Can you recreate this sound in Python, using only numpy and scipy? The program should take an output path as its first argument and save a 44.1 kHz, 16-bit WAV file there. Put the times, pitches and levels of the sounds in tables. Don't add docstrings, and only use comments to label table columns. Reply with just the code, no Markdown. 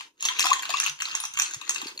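import sys
import numpy as np
from scipy import signal
from scipy.fft import rfft, irfft, next_fast_len
from scipy.io import wavfile
from scipy.ndimage import uniform_filter1d

SR = 44100
rng = np.random.default_rng(int(sys.argv[2]) if len(sys.argv) > 2 else 0)


def generate_wav(signal):
    frames = np.transpose(np.atleast_2d(signal))
    scaled = np.clip(frames, -1, 1) * 32767
    pcm = np.round(scaled).astype(np.int16)
    wavfile.write(sys.argv[1], SR, pcm)


def gain_from_decibels(decibels):
    exponent = np.asarray(decibels, float) / 20
    return 10 ** exponent


N = 88200

CLACK_T60_S, LONGEST_RING_S = .009, .11
CRACK_DB, CRACK_LOW_HZ = -0.5, 6000


def rms_one(x):
    return x / np.sqrt(np.mean(x ** 2) + 1e-20)


def at_hz(points, hz):
    table_hz, values = np.array(points).T
    return np.interp(np.log(hz + 1), np.log(table_hz), values)


def in_time(rows):
    return np.interp(np.arange(N) / SR, *np.transpose(rows))


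def ring(x, hz, t60):
    radius = gain_from_decibels(-60 / (max(t60, .002) * SR))
    turn = 2 * np.pi * hz / SR
    return signal.lfilter([0, np.sin(turn)], [1, -2 * radius * np.cos(turn), radius ** 2], x + 1e-18)


def struck(crunch, hz, t60):
    t = np.arange(len(crunch)) / SR
    share = np.abs(np.sum(crunch * np.exp(2j * np.pi * hz * t)))
    return ring(crunch, hz, t60) / np.sqrt(share ** 2 + .1)


def detuned(hz, t60, chance):
    return hz * (1 + .022 * chance * min(1, .03 / t60))


def crack(x):
    high_pass = signal.butter(2, CRACK_LOW_HZ, "high", fs=SR, output="sos")
    return gain_from_decibels(CRACK_DB) * signal.sosfilt(high_pass, x)


# (f/Hz, relative level/dB, t60/s before the cap)
GLASS_MODES = [(1178, 2, 0.018), (1633, -14, 0.098), (1830, -4, 0.0073), (2560, -1, 0.14),
               (2738, 3.5, 0.072), (3280, 5, 0.0087), (3700, 8.5, 0.0071), (4310, 7.5, 0.01),
               (5290, -0.5, 0.0034), (5855, -1.5, 0.011), (6375, 5, 0.017), (6805, 7.5, 0.023),
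               (9000, -23, 0.013), (11050, -2, 0.0018)]
# (t/s, relative level/dB, f/Hz of the cube's clack, brightness/dB per octave, unclipped)
ICE_KNOCKS = [(.0074, -25, 2980, -10), (.2062, -26.5, 6440, 5), (0.2248, -13.5, 6600, 0.5),
              (0.2518, -11, 6060, 1.5), (.2554, -15.5, 6000, 13), (0.2862, -12, 3280, 0.5),
              (0.3658, -28, 2420, -6.5), (0.3881, -17.5, 3040, 12), (0.394, -8, 6430, 4.5),
              (0.4043, -12, 6100, 13), (0.4265, -14, 4040, 4), (0.442, -16.5, 5050, 13),
              (.456, -12.5, 5220, 21), (0.4671, -11, 6020, -9), (0.5034, -13, 6370, -4),
              (.5307, -11.5, 6660, -3), (0.5347, -15, 7000, 4), (0.5932, -21.5, 3430, 2),
              (0.623, -24.5, 3000, 13), (0.6313, -22, 1600, -1), (0.6535, -19.5, 2880, -3),
              (.693, -19.5, 4250, -4), (0.7035, -14, 4200, -4.5), (0.7386, -17, 2600, -6),
              (0.7699, -18.5, 3720, 1), (0.7875, -23, 4300, -1), (0.7996, -10, 6300, 2.5),
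              (0.8373, -20, 6570, 3), (.8618, -13, 2806, 6), (0.8764, -25.5, 2560, -4),
              (.895, -22.5, 5980, 4), (0.9895, -32.5, 2660, -5), (1.0023, -23.5, 3150, -7),
              (1.008, -20.5, 2870, -5), (1.0201, -15.5, 6110, 1.5), (1.0539, -23.5, 3990, 0),
              (1.0845, -27, 3630, -2), (1.095, -27.5, 3960, 0.5), (1.1121, -27, 4300, 1),
              (1.1512, -14, 6260, 0.5), (1.1731, -27.5, 1550, -2), (1.2012, -18.5, 9770, 1.5),
              (1.2373, -21.5, 5850, -3), (1.252, -18, 6000, 3.5), (1.3371, -26, 6380, -2.5),
              (1.3723, -18.5, 3140, -8.5), (1.389, -15, 6690, -2), (1.3972, -8, 6120, 3),
              (1.42, -11.5, 7000, 7.5), (1.4604, -27.5, 2700, -4), (1.5094, -25, 1550, 7),
              (1.5362, -23, 6280, 6), (1.5442, -22, 6500, 1.5), (1.6133, -25, 3750, -12),
              (1.677, -29.5, 4380, -14), (1.6935, -11, 6460, 7), (1.7071, -19.5, 6350, -1.5),
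              (1.7454, -22, 6820, 14), (1.7589, -19.5, 3780, -7), (1.7814, -27.5, 4530, 3),
              (1.8161, -20, 3524, -3), (1.8694, -24, 4370, -3), (1.8814, -25.5, 4300, -4),
              (1.9758, -29, 4260, 15), (1.9914, -25.5, 2640, 6)]


def knocks():
    crunch_s, crunch_rise_s = .001, .0004
    grind_s, grind_db = .01, -21
    dullest, brightest = -3, 13
    clack_db, mode_chance_db, knock_db = 18.5, 3, -7
    out, t = np.zeros(N), np.arange(SR // 8) / SR
    decay = np.exp(-t / crunch_s) + gain_from_decibels(grind_db) * np.exp(-t / grind_s)
    shape = decay * (1 - np.exp(-t / crunch_rise_s))
    for s, db, clack_hz, tilt in ICE_KNOCKS:
        tilt = np.clip(tilt, dullest, brightest)
        crunch = rng.standard_normal(len(t)) * shape
        crunch = crunch / np.sqrt(np.sum(crunch ** 2))
        hit = gain_from_decibels(clack_db) * struck(crunch, clack_hz, CLACK_T60_S)
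        hit += gain_from_decibels(tilt) * crack(crunch)
        for hz, mode_db, t60 in GLASS_MODES:
            strength, tune = rng.standard_normal(2)
            gain_db = mode_db + mode_chance_db * strength + tilt * np.log2(hz / 6000)
            hit += gain_from_decibels(gain_db) * struck(crunch, detuned(hz, t60, tune), min(t60, LONGEST_RING_S))
        first_5_ms = hit[:SR // 200]
        hit = gain_from_decibels(db + knock_db) * hit / np.sqrt(np.mean(first_5_ms ** 2) * 2)
        start = int(s * SR)
        out[start:start + len(hit)] += hit[:N - start]
    return out


# (t/s, relative level/dB)
TOUCH_VIGOUR = [(0, -42), (.08, -68), (.11, -106), (.2, -55), (.24, -40), (.35, -45.5), (.45, -32),
                (.6, -45.5), (.88, -35.5), (.94, -74), (1.05, -43.5), (1.26, -49.5), (1.32, -56.5),
                (1.42, -37.5), (1.57, -56), (1.72, -47), (1.9, -48.5), (1.95, -69)]


def rattle():
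    touches_per_s, spread_db, clack_db, rattle_db = 700, 3.5, 16, 3.5
    strength = gain_from_decibels(spread_db * np.minimum(rng.exponential(1, N), 2.5))
    touch = (rng.random(N) < touches_per_s / SR) * strength
    rings = crack(touch)
    dealt = rng.integers(0, 16, size=N)
    for k, hz in enumerate(np.geomspace(1300, 7000, num=16)):
        rings += gain_from_decibels(clack_db) * ring(touch * (dealt == k), hz, CLACK_T60_S)
    for group in range(4):
        spot = touch * (dealt // 4 == group)
        for hz, db, t60 in GLASS_MODES:
            taps = spot * rng.standard_normal(N)
            mode_hz = detuned(hz, t60, rng.standard_normal())
            rings += gain_from_decibels(db) * ring(taps, mode_hz, min(t60, LONGEST_RING_S))
    return gain_from_decibels(in_time(TOUCH_VIGOUR) + rattle_db) * rms_one(rings)


# (t/s of the swell's top, level/dB there before the ports, f/Hz there, swell width/s)
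DRINK_GLUGS = [(0.31, -30.5, 1013, 0.0057), (0.443, -20, 1140, 0.0014), (0.455, -24.5, 772, 0.0021),
               (0.459, -28.5, 1008, 0.01), (0.468, -25.5, 1300, 0.0017), (0.5, -28.5, 810, 0.0031),
               (0.519, -8.5, 1085, 0.0026), (0.533, -16.5, 1760, 0.00054), (0.697, -31, 700, 0.0023),
               (0.744, -16, 1118, 0.0018), (1.149, -29.5, 1050, 0.0015)]


def drink():
    rise_per_s = 5
    out = np.zeros(N)
    for s, db, hz, swell in DRINK_GLUGS:
        t = np.arange(N) / SR - s
        envelope = np.exp(-.5 * (t / swell) ** 2)
        cycles = hz * t * (1 + .5 * rise_per_s * t)
        out += gain_from_decibels(db) * envelope * np.sin(2 * np.pi * cycles)
    return out


# (f/Hz, level/dB)
PORT_COLOUR = [(300, -8), (1000, 11.5), (3000, 13), (7000, 0.5), (13000, 9.5)]


def ports(x):
    left_lead_s, left_db = 0.0002023, -5.5
    size = next_fast_len(N + 512)
    hz = np.fft.rfftfreq(size, 1 / SR)
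    half = gain_from_decibels(.5 * (left_db + at_hz(PORT_COLOUR, hz)))
    right = np.exp(-2j * np.pi * hz * left_lead_s) / half
    return irfft(rfft(x, size) * np.array([half, right]), size)[:, :N]


def near_echoes(x):
    echo_db, echo_s, swirl_step_s = 0, .0012, .03
    t, step = np.arange(SR // 100) / SR, int(swirl_step_s * SR)
    out = np.zeros((2, N + SR))
    x = np.r_[np.zeros(step), x, np.zeros(2 * step)]
    fade = np.hanning(2 * step)
    for i in range(0, N + step, step):
        echoes = rng.standard_normal((2, len(t))) * np.exp(-t / echo_s)
        echoes = echoes / np.sqrt(np.sum(echoes ** 2, axis=1, keepdims=True))
        part = signal.fftconvolve(x[None, i:i + 2 * step] * fade, echoes, axes=1)
        out[:, i:i + part.shape[1]] += part
    return gain_from_decibels(echo_db) * out[:, step:step + N]


# (f/Hz, t60/s)
ROOM_DECAY = [(300, 0.59), (1200, 0.26), (3500, 0.26), (8000, 0.25), (15000, 0.15)]


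def room(x):
    room_db, gap_s = -1.5, 0.0018
    t, tail = np.arange(SR // 2) / SR, 0
    edges = np.geomspace(150, 18000, 11)
    white = rng.standard_normal((2, len(t)))
    for low, high in zip(edges, edges[1:]):
        band = signal.sosfilt(signal.butter(2, [low, high], "band", fs=SR, output="sos"), white)
        t60 = np.clip(at_hz(ROOM_DECAY, np.sqrt(low * high)), .05, 1)
        tail = tail + band * gain_from_decibels(-60 * t / t60)
    tail = tail * np.clip(t / gap_s - 1, 0, 1)
    tail = tail / np.sqrt(np.sum(tail ** 2) / 2)
    return gain_from_decibels(room_db) * signal.fftconvolve(x[None], tail, axes=1)[:, :N]


# (t/s of the swell's top, level/dB there, f/Hz, rise width/s, fall width/s)
DULL_THUDS = [(0.252, -55.5, 148, 0.002, 0.0035), (0.411, -52.5, 311, 0.0068, 0.021),
              (0.451, -44, 333, 0.009, 0.0089), (0.912, -55, 144, 0.019, 0.025),
              (1.568, -46, 121, 0.0025, 0.0086), (1.832, -40.5, 278, 0.0013, 0.0062),
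              (1.86, -35.5, 327, 0.0014, 0.0025)]


def thuds():
    out = np.zeros(N)
    for s, db, hz, rise, fall in DULL_THUDS:
        t = np.arange(N) / SR - s
        envelope = np.exp(-.5 * (t / np.where(t < 0, rise, fall)) ** 2)
        out += gain_from_decibels(db) * envelope * np.sin(2 * np.pi * hz * t)
    return out


def lumpy_noise(spectrum, level, side_db):
    lump_db, lumps_per_s = 3, 14
    hz = np.fft.rfftfreq(N, 1 / SR)
    colour = gain_from_decibels(at_hz(spectrum, hz)) * (hz > 10)
    mid, side = irfft(rfft(rng.standard_normal((2, N))) * colour, N)
    slow = (hz > 1) / (1 + (hz / lumps_per_s) ** 2)
    lumps = rms_one(irfft(rfft(rng.standard_normal(N)) * slow, N))
    noise = rms_one(mid + gain_from_decibels(side_db) * side * [[1], [-1]])
    return gain_from_decibels(in_time(level) + lump_db * lumps) * noise


# (f/Hz, relative level/dB per Hz)
SLOSH_COLOUR = [(100, -24.5), (200, -15), (330, 1), (520, -6), (1000, -29), (4000, -19.5), (16000, -25)]
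# (t/s, level/dB)
SLOSH_LEVEL = [(0, -68.5), (.2, -68), (.42, -56.5), (.85, -60.5), (.95, -77), (1.1, -62.5), (1.33, -71.5),
               (1.5, -65.5), (1.7, -58.5), (2, -58.5)]


def slosh_and_room_tone():
    return lumpy_noise(SLOSH_COLOUR, SLOSH_LEVEL, side_db=-9)


# (f/Hz, relative level/dB per Hz)
RUMBLE_COLOUR = [(25, -9), (60, -9.5), (150, -5.5), (250, -6), (500, -49)]
# (t/s, level/dB)
RUMBLE_COURSE = [(0, -71), (.15, -94), (.25, -79.5), (.9, -73), (2, -73)]


def handling_rumble():
    return lumpy_noise(RUMBLE_COLOUR, RUMBLE_COURSE, side_db=-0.5)


def scene():
    glass_low_hz, glug_wet_db = 933, -3
    no_bass = signal.butter(6, glass_low_hz, "high", fs=SR, output="sos")
    ice = signal.sosfilt(no_bass, knocks() + rattle())
    glugs = drink()
    direct = ports(ice + glugs)
    reflected = near_echoes(ice) + room(ice + gain_from_decibels(glug_wet_db) * glugs)
    return direct + reflected + thuds() + slosh_and_room_tone() + handling_rumble()


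def roll_off(x):
    return signal.sosfilt(signal.butter(12, 16810, fs=SR, output="sos"), x)


def record(dry):
    top_hz, low_edge_hz = 16400, 220
    threshold_db, ratio, window_s = -55, .8, .015
    dry = signal.sosfilt(signal.cheby2(10, 50, top_hz, fs=SR, output="sos"), dry)
    low = signal.sosfiltfilt(signal.butter(2, low_edge_hz, fs=SR, output="sos"), dry)
    high = dry - low
    power = uniform_filter1d(np.mean(high ** 2, axis=0), int(window_s * SR))
    level_db = 10 * np.log10(power + 1e-12)
    cut_db = ratio * np.minimum(level_db - threshold_db, 0)
    return roll_off(low + high * gain_from_decibels(cut_db))


dry = scene()
out = record(dry)
generate_wav(out)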